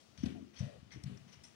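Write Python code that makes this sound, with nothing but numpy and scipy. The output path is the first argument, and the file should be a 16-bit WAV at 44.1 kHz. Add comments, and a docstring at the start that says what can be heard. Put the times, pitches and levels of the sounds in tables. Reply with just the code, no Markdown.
"""A large wooden riding hall, taken on a phone's two microphones as a horse trots away over deep sand.
From the start the hall's air rumbles and hisses, and noise bursts with ringing crunch are sprayed sand.
Hooves soon follow as short low swings of pitch that roof and walls return; rough gliding tones creak.
Late on, two bright noise bursts snap. The microphones differ in colour; the left hears nearly everything
a little late, but two thumps reach it first."""
import sys
import numpy as np
from scipy import signal
from scipy.fft import rfft, irfft
from scipy.io import wavfile
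from scipy.ndimage import uniform_filter1d, map_coordinates

SR = 44100
rng = np.random.default_rng(int(sys.argv[2]) if len(sys.argv) > 2 else 0)


def wav_out(sig):
    """Save sig, one row per channel (or a flat mono array), as 16-bit PCM at SR to the path in sys.argv[1]."""
    wavfile.write(sys.argv[1], SR, np.round(np.clip(np.atleast_2d(sig).T, -1, 1) * 32767).astype(np.int16))


N = 68355
LEFT_LAG_S = 0.00098


def undb(db):
    """Turn dB into an amplitude gain."""
    return 10 ** (np.asarray(db, float) / 20)


def level(x, db):
    """Scale to an rms level in dB."""
    return x * undb(db) / np.sqrt(np.mean(x ** 2))


def bin_hz():
    """Frequency of every FFT bin, raised 1 Hz so that its logarithm exists."""
    return np.arange(N // 2 + 1) * SR / N + 1


def read(table):
    """Read an (f/Hz, value) table at every FFT bin, straight lines over log frequency."""
    hz, value = np.array(table).T
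    return np.interp(np.log(bin_hz()), np.log(hz), value)


def colour(x, table):
    """Filter by an (f/Hz, gain/dB) curve."""
    return irfft(rfft(x) * undb(read(table)), N)


# How far diffuse sound differs between the two microphones: f/Hz, unlike share/0-1
MICROPHONE_UNLIKENESS = [(60, 0.3), (200, 1), (500, 0.87), (2000, 1)]


def noise():
    """Noise at both microphones: wavelengths long beside their spacing arrive more alike."""
    share = read(MICROPHONE_UNLIKENESS)
    left, other = rfft(rng.standard_normal((2, N)))
    right = np.sqrt(1 - share) * left + np.sqrt(share) * other
    return irfft(np.array([left, right]), N)


def ring(x, hz, t60):
    """Excite one exponentially decaying resonance."""
    pole = np.exp(2j * np.pi * hz / SR - np.log(1000) / (t60 * SR))
    return signal.lfilter([1], [1, -pole], x).imag


def walk(rate):
    """Smoothed random steps, rate per second, scaled to a spread of 1."""
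    k = int(SR / rate)
    steps = np.repeat(rng.standard_normal(N // k + 1), k)
    x = uniform_filter1d(uniform_filter1d(steps, k), k)[:N]
    return x / x.std()


HALL_GAP_S = 0.018


def hall(x, t, t60):
    """Diffuse echoes: decaying noise of unit energy that begins after a gap."""
    tail = noise() * (t > HALL_GAP_S) * undb(-60 * t / t60)
    tail = tail / np.sqrt(np.sum(tail ** 2, axis=1, keepdims=True))
    return signal.fftconvolve(x[None], tail, axes=1)[:, :N]


# Spectrum of the standing air in the hall: f/Hz, relative level/dB per Hz
AIR_SPECTRUM = [(15, -49), (25, -5.5), (156, -5), (205, 0), (351, -6.5), (728, -9.5), (953, -16.5),
                (1150, -12.5), (1730, -16), (2450, -15), (6130, -17.5), (8030, -26.5), (10200, -27),
                (11100, -44), (15800, -29.5)]
# Slow course of the air's treble: t/s, relative level/dB
AIR_TREBLE = [(.1, -0.5), (.47, -2), (.85, -3.5), (1.24, -2), (1.5, -0.5)]
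AIR_DB, WAVER_DB, WAVER_PER_S = -69, 1.0, 8.04


def air(t):
    """Quiet rumble and hiss; octave bands waver independently and the treble dips, then recovers."""
    both = rfft(colour(noise(), AIR_SPECTRUM))
    octave = np.log2(bin_hz())
    treble_db = np.interp(t, *np.array(AIR_TREBLE).T)
    out = 0
    for centre in range(4, 15):  # powers of two in Hz
        band_share = np.clip(1 - abs(octave - centre), 0, 1)
        db = WAVER_DB * walk(WAVER_PER_S) + treble_db * (centre > 10)
        out = out + irfft(both * band_share, N) * undb(db)
    return level(out, AIR_DB)


# Sand thrown by a hoof: t/s, rise/s, hiss level/dB, hiss t60/s, crunch t60/s,
# then crunch level/dB in the low, middle, upper and top group
SAND_SPRAYS = [(-.02, 0.0084, -87, .5, 0.28, -76, -71, -73, -74),
               (0.173, 0.0025, -68.5, 0.5, 0.62, -83, -64, -65.5, -79),
               (.224, 0.014, -60, 0.33, 0.022, -61.5, -59.5, -58.5, -83),
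               (0.252, 0.0089, -60.5, 0.48, 0.044, -60.5, -51.5, -59, -69.5),
               (0.518, 0.028, -69, 0.35, 0.27, -76, -86, -74, -89),
               (0.551, 0.017, -76, 0.56, 0.36, -66, -60, -62.5, -86),
               (0.582, 0.012, -64, 1, 0.083, -67, -65, -54, -66),
               (0.622, 0.0069, -65, 0.23, 1, -77, -70.5, -87, -82),
               (0.902, 0.0047, -83, .3, .1, -65, -66, -84, -96),
               (0.913, 0.0061, -66.5, 1, 0.17, -59, -62.5, -60, -76),
               (1.033, 0.0036, -78, 0.057, 0.059, -67.5, -68, -60.5, -81),
               (1.054, 0.0084, -66.5, 0.91, 0.65, -84, -68.5, -104, -78.5),
               (1.17, 0.0052, -82, 0.034, 0.036, -71, -72, -63, -77),
               (1.274, 0.0091, -70.5, 0.72, 0.25, -74.5, -72.5, -72, -92),
               (1.317, 0.011, -68, 0.63, 0.13, -87, -67, -60.5, -95),
               (1.435, 0.0057, -71, 0.44, 0.18, -71.5, -68.5, -60, -66.5)]
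# Spectrum of the sand's hiss: f/Hz, relative level/dB per Hz
SAND_SPECTRUM = [(410, -5.5), (700, -1.5), (797, -7.5), (1560, -3), (1970, -2.5), (3190, -1.5), (5640, -26),
                 (9600, -18), (11800, -31), (15500, -31)]
# Crunch resonances in four groups, each ring passed twice: f/Hz, relative level/dB, t60 of one pass/s
CRUNCH_MODES = [
    [(2150, 0, .007), (2750, -7, .004)],
    [(3250, 0, .005), (4500, -2, .004)],
    [(5450, 0, .008), (5950, 0, .008)],
    [(7500, 0, .011), (8700, -3, .007), (9400, -2, .011)],
]
GRAIN_DB, SPRAY_UNLIKE = 2.8, 0.79  # mean random boost of a sample; share unlike between microphones
SPRAY_HALL_DB, SPRAY_HALL_T60_S = -8.5, 0.27


def crunch(grains, group):
    """Sand grains strike a group of short resonances, mixed to an rms of 1."""
    modes = [level(ring(ring(grains, hz, t60), hz, t60), db) for hz, db, t60 in group]
    return level(sum(modes), 0)


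def sprays(t):
    """Grainy hiss of sand with resonant crunch, each fading at its own pace, then diffuse echoes."""
    grains = rng.standard_normal((2, N)) * undb(GRAIN_DB * rng.exponential(size=N))
    grains[1] = np.sqrt(1 - SPRAY_UNLIKE) * grains[0] + np.sqrt(SPRAY_UNLIKE) * grains[1]
    hiss = level(colour(grains, SAND_SPECTRUM), 0)
    layers = [hiss] + [crunch(grains, group) for group in CRUNCH_MODES]
    power = np.zeros((5, N))
    for s, rise, hiss_db, hiss_t60, crunch_t60, *crunch_db in SAND_SPRAYS:
        since_peak = np.maximum(t - s - rise, 0)
        hiss_fall = hiss_db - 60 * since_peak / hiss_t60
        crunch_falls = [db - 60 * since_peak / crunch_t60 for db in crunch_db]
        attack = np.clip((t - s) / rise, 0, 1)
        power += (undb([hiss_fall] + crunch_falls) * attack) ** 2
    direct = sum(np.sqrt(p) * x for p, x in zip(power, layers))
    return direct + undb(SPRAY_HALL_DB) * hall(direct[0], t, SPRAY_HALL_T60_S)


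# Hoof thumps and their clearest returns from the walls, before the microphones' colour:
# centre t/s, peak level/dB, centre f/Hz, half-width/cycles, hall send relative to the thump/dB
HOOF_THUMPS = [(.095, -67, 120, 1.1, 6.5), (.187, -47.5, 158, 0.73, 4.5), (.198, -51.5, 116, 0.88, -2),
               (.2105, -45.5, 108.7, 0.89, -6), (.228, -53, 132, 0.67, 8),
               (0.2387, -25.5, 235.4, 1.3, -15.5), (0.253, -42.5, 93, 2.4, -4),
               (.2615, -34.5, 260, 0.71, -1.5), (.270, -31.5, 219, 1.8, -22), (.306, -40, 258, 0.77, -12),
               (.324, -39.5, 213, 1.4, -21), (0.344, -45.5, 223, 1.1, -1.5),
               (0.364, -48.5, 256.5, 3.96, 1.5), (.379, -44.5, 250, 2.2, -7), (0.409, -45.5, 250, 2, -11),
               (.427, -44.5, 254, 1.55, -12), (.6103, -29, 127, 0.88, -15), (.632, -33, 160, 1.18, -21),
               (.6415, -36, 146, 1.6, -21), (.656, -45, 161, 2.2, -23), (.669, -40, 140, 0.5, -17),
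               (.6775, -42.5, 150, 0.7, -17), (.70, -54.5, 242, 2, -11), (.762, -59.5, 92.6, 1.9, 4.5),
               (0.786, -52.5, 140, 1.5, -19), (.830, -46, 131, 0.33, -2.5), (.946, -54.5, 152, 2.2, -29),
               (.9615, -41.5, 179, 0.4, -12), (.971, -50, 306, 1.7, -3), (.977, -47.5, 118, 2.1, -8),
               (1.0435, -37, 123, 0.53, -2.5), (1.0655, -37, 144.5, 1.5, -11.5),
               (1.08, -38.5, 158, 0.79, -21), (1.098, -42.5, 207, 1.07, -6.5), (1.113, -48, 147, 2.9, -10),
               (1.123, -47, 200, 2.8, -9.5), (1.14, -53.5, 231, 2.3, -16), (1.16, -56, 127, 1.6, -1),
               (1.21, -59.5, 155, 1.7, 5), (1.27, -55, 188, 1.8, 1), (1.378, -57.5, 98.5, 0.92, 3),
               (1.44, -65.5, 177, 1.5, 2)]
# Rows of the thump table, counted from 0, that come from the other side
OTHER_SIDE_ROWS = (7, 9)
THUMP_SAG, HALL_T60_S = .16, 0.59  # share of the centre pitch lost per cycle; hall decay


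def thumps(t):
    """The ground swings for a cycle or so under each hoof, sagging in pitch, and the hall answers."""
    direct, send = np.zeros((2, N)), np.zeros(N)
    for row, (s, db, hz, cycles, send_db) in enumerate(HOOF_THUMPS):
        # the right is held back two lags here; scene() delays the left by one, so the left leads
        right_lag = 2 * LEFT_LAG_S if row in OTHER_SIDE_ROWS else 0
        turn = np.clip((t - s - np.array([[0], [right_lag]])) * hz, -8, 8)
        shape = np.exp(-2 * (turn / cycles) ** 2)
        swing = np.cos(2 * np.pi * turn * (1 - THUMP_SAG * turn / 2))
        thump = undb(db) * shape * swing
        direct = direct + thump
        send = send + undb(send_db) * thump[0]
    return direct + hall(send, t, HALL_T60_S)


# Hollow creaks, perhaps saddle leather: start t/s, length/s, nominal level/dB, f/Hz at start, f/Hz at end,
# extra level on the right/dB, depth of throb
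HOLLOW_CREAKS = [(0.23, 0.063, -59.5, 640, 610, 7.5, 1.6), (0.289, 0.1, -59, 393, 330, -6, 0.84),
                 (0.341, 0.0676, -56.5, 747, 630, -20, 0.49), (0.592, 0.198, -58.5, 600.8, 545, 1, 3),
                 (0.665, 0.054, -54.5, 615, 600, -8, 0.39), (0.608, 0.03, -56.5, 500, 476, 2, 0.35),
                 (0.969, 0.032, -60, 398.5, 280, -9, 1.5), (1.087, 0.091, -59, 412, 390, -1, 1)]
CREAK_PER_S = 360  # random throb steps per second


def creaks(t):
    """A rough hollow tone that sags in pitch and throbs unevenly, differently left and right."""
    out = np.zeros((2, N))
    for s, length, db, hz_start, hz_end, right_db, depth in HOLLOW_CREAKS:
        u = np.clip((t - s) / length, 0, 1)
        wander = [walk(CREAK_PER_S) + 1j * walk(CREAK_PER_S) for _ in range(2)]
        throb = 1 + depth * np.array(wander)
        throb = throb / np.sqrt(abs(throb))  # soften the swings in level, keep those in phase
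        phase = 2 * np.pi * np.cumsum(hz_start + (hz_end - hz_start) * u) / SR
        tone = (throb * np.exp(1j * phase)).imag / 2
        fade = np.minimum(np.sin(np.pi * u) * 2.1, 1)
        out = out + undb([[db], [db + right_db]]) * tone * fade
    return out


# Sharp snaps, perhaps grit on a shoe: t/s, level after the rise/dB, t60/s
SHARP_SNAPS = [(1.035, -52, 0.014), (1.434, -58, 0.02)]
# Spectrum of the snaps: f/Hz, relative level/dB per Hz
SNAP_SPECTRUM = [(1000, -31), (3000, -8), (5500, 7), (7000, -5), (8600, 1), (10300, -16), (11600, -10),
                 (13000, -24)]
SNAP_RISE_S = .003


def snaps(t):
    """Very short bright bursts of noise with a quick rise and exponential fall."""
    envelope = np.zeros(N)
    for s, db, t60 in SHARP_SNAPS:
        fall = undb(db - 60 * np.maximum(t - s - SNAP_RISE_S, 0) / t60)
        envelope += fall * np.clip((t - s) / SNAP_RISE_S, 0, 1)
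    return envelope * level(colour(noise(), SNAP_SPECTRUM), 0)


def scene():
    """Sum all sources at the two microphone ports and delay the left port's sum by one lag."""
    t = np.arange(N) / SR
    left, right = air(t) + sprays(t) + thumps(t) + creaks(t) + snaps(t)
    delayed_left = map_coordinates(left, [(t - LEFT_LAG_S) * SR], mode="mirror")
    return np.array([delayed_left, right])


# Left microphone's sensitivity minus the right's: f/Hz, level/dB
LEFT_MINUS_RIGHT = [(60, 8), (250, 12), (700, 7.5), (1300, 11.5), (2400, 14.5), (6000, 13), (8000, 7.5),
                    (9500, -18), (15000, -7.5)]
# Bass response shared by both microphones: f/Hz, level/dB
MICROPHONE_BASS = [(25, -17), (52, -17), (78, 1), (120, 0)]
TOP_HZ = 15720


def record(dry):
    """Each microphone has its colour; the deep bass is weak and the top cut steeply."""
    ratio = undb(read(LEFT_MINUS_RIGHT))
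    # the two gains share a fixed summed power
    gains = np.array([ratio, np.ones_like(ratio)]) * 2 / np.sqrt(1 + ratio ** 2)
    pair = irfft(rfft(dry) * gains * undb(read(MICROPHONE_BASS)), N)
    top_cut = signal.ellip(10, .2, 70, TOP_HZ, fs=SR, output="sos")
    return signal.sosfilt(top_cut, pair)


dry = scene()
out = record(dry)
wav_out(out)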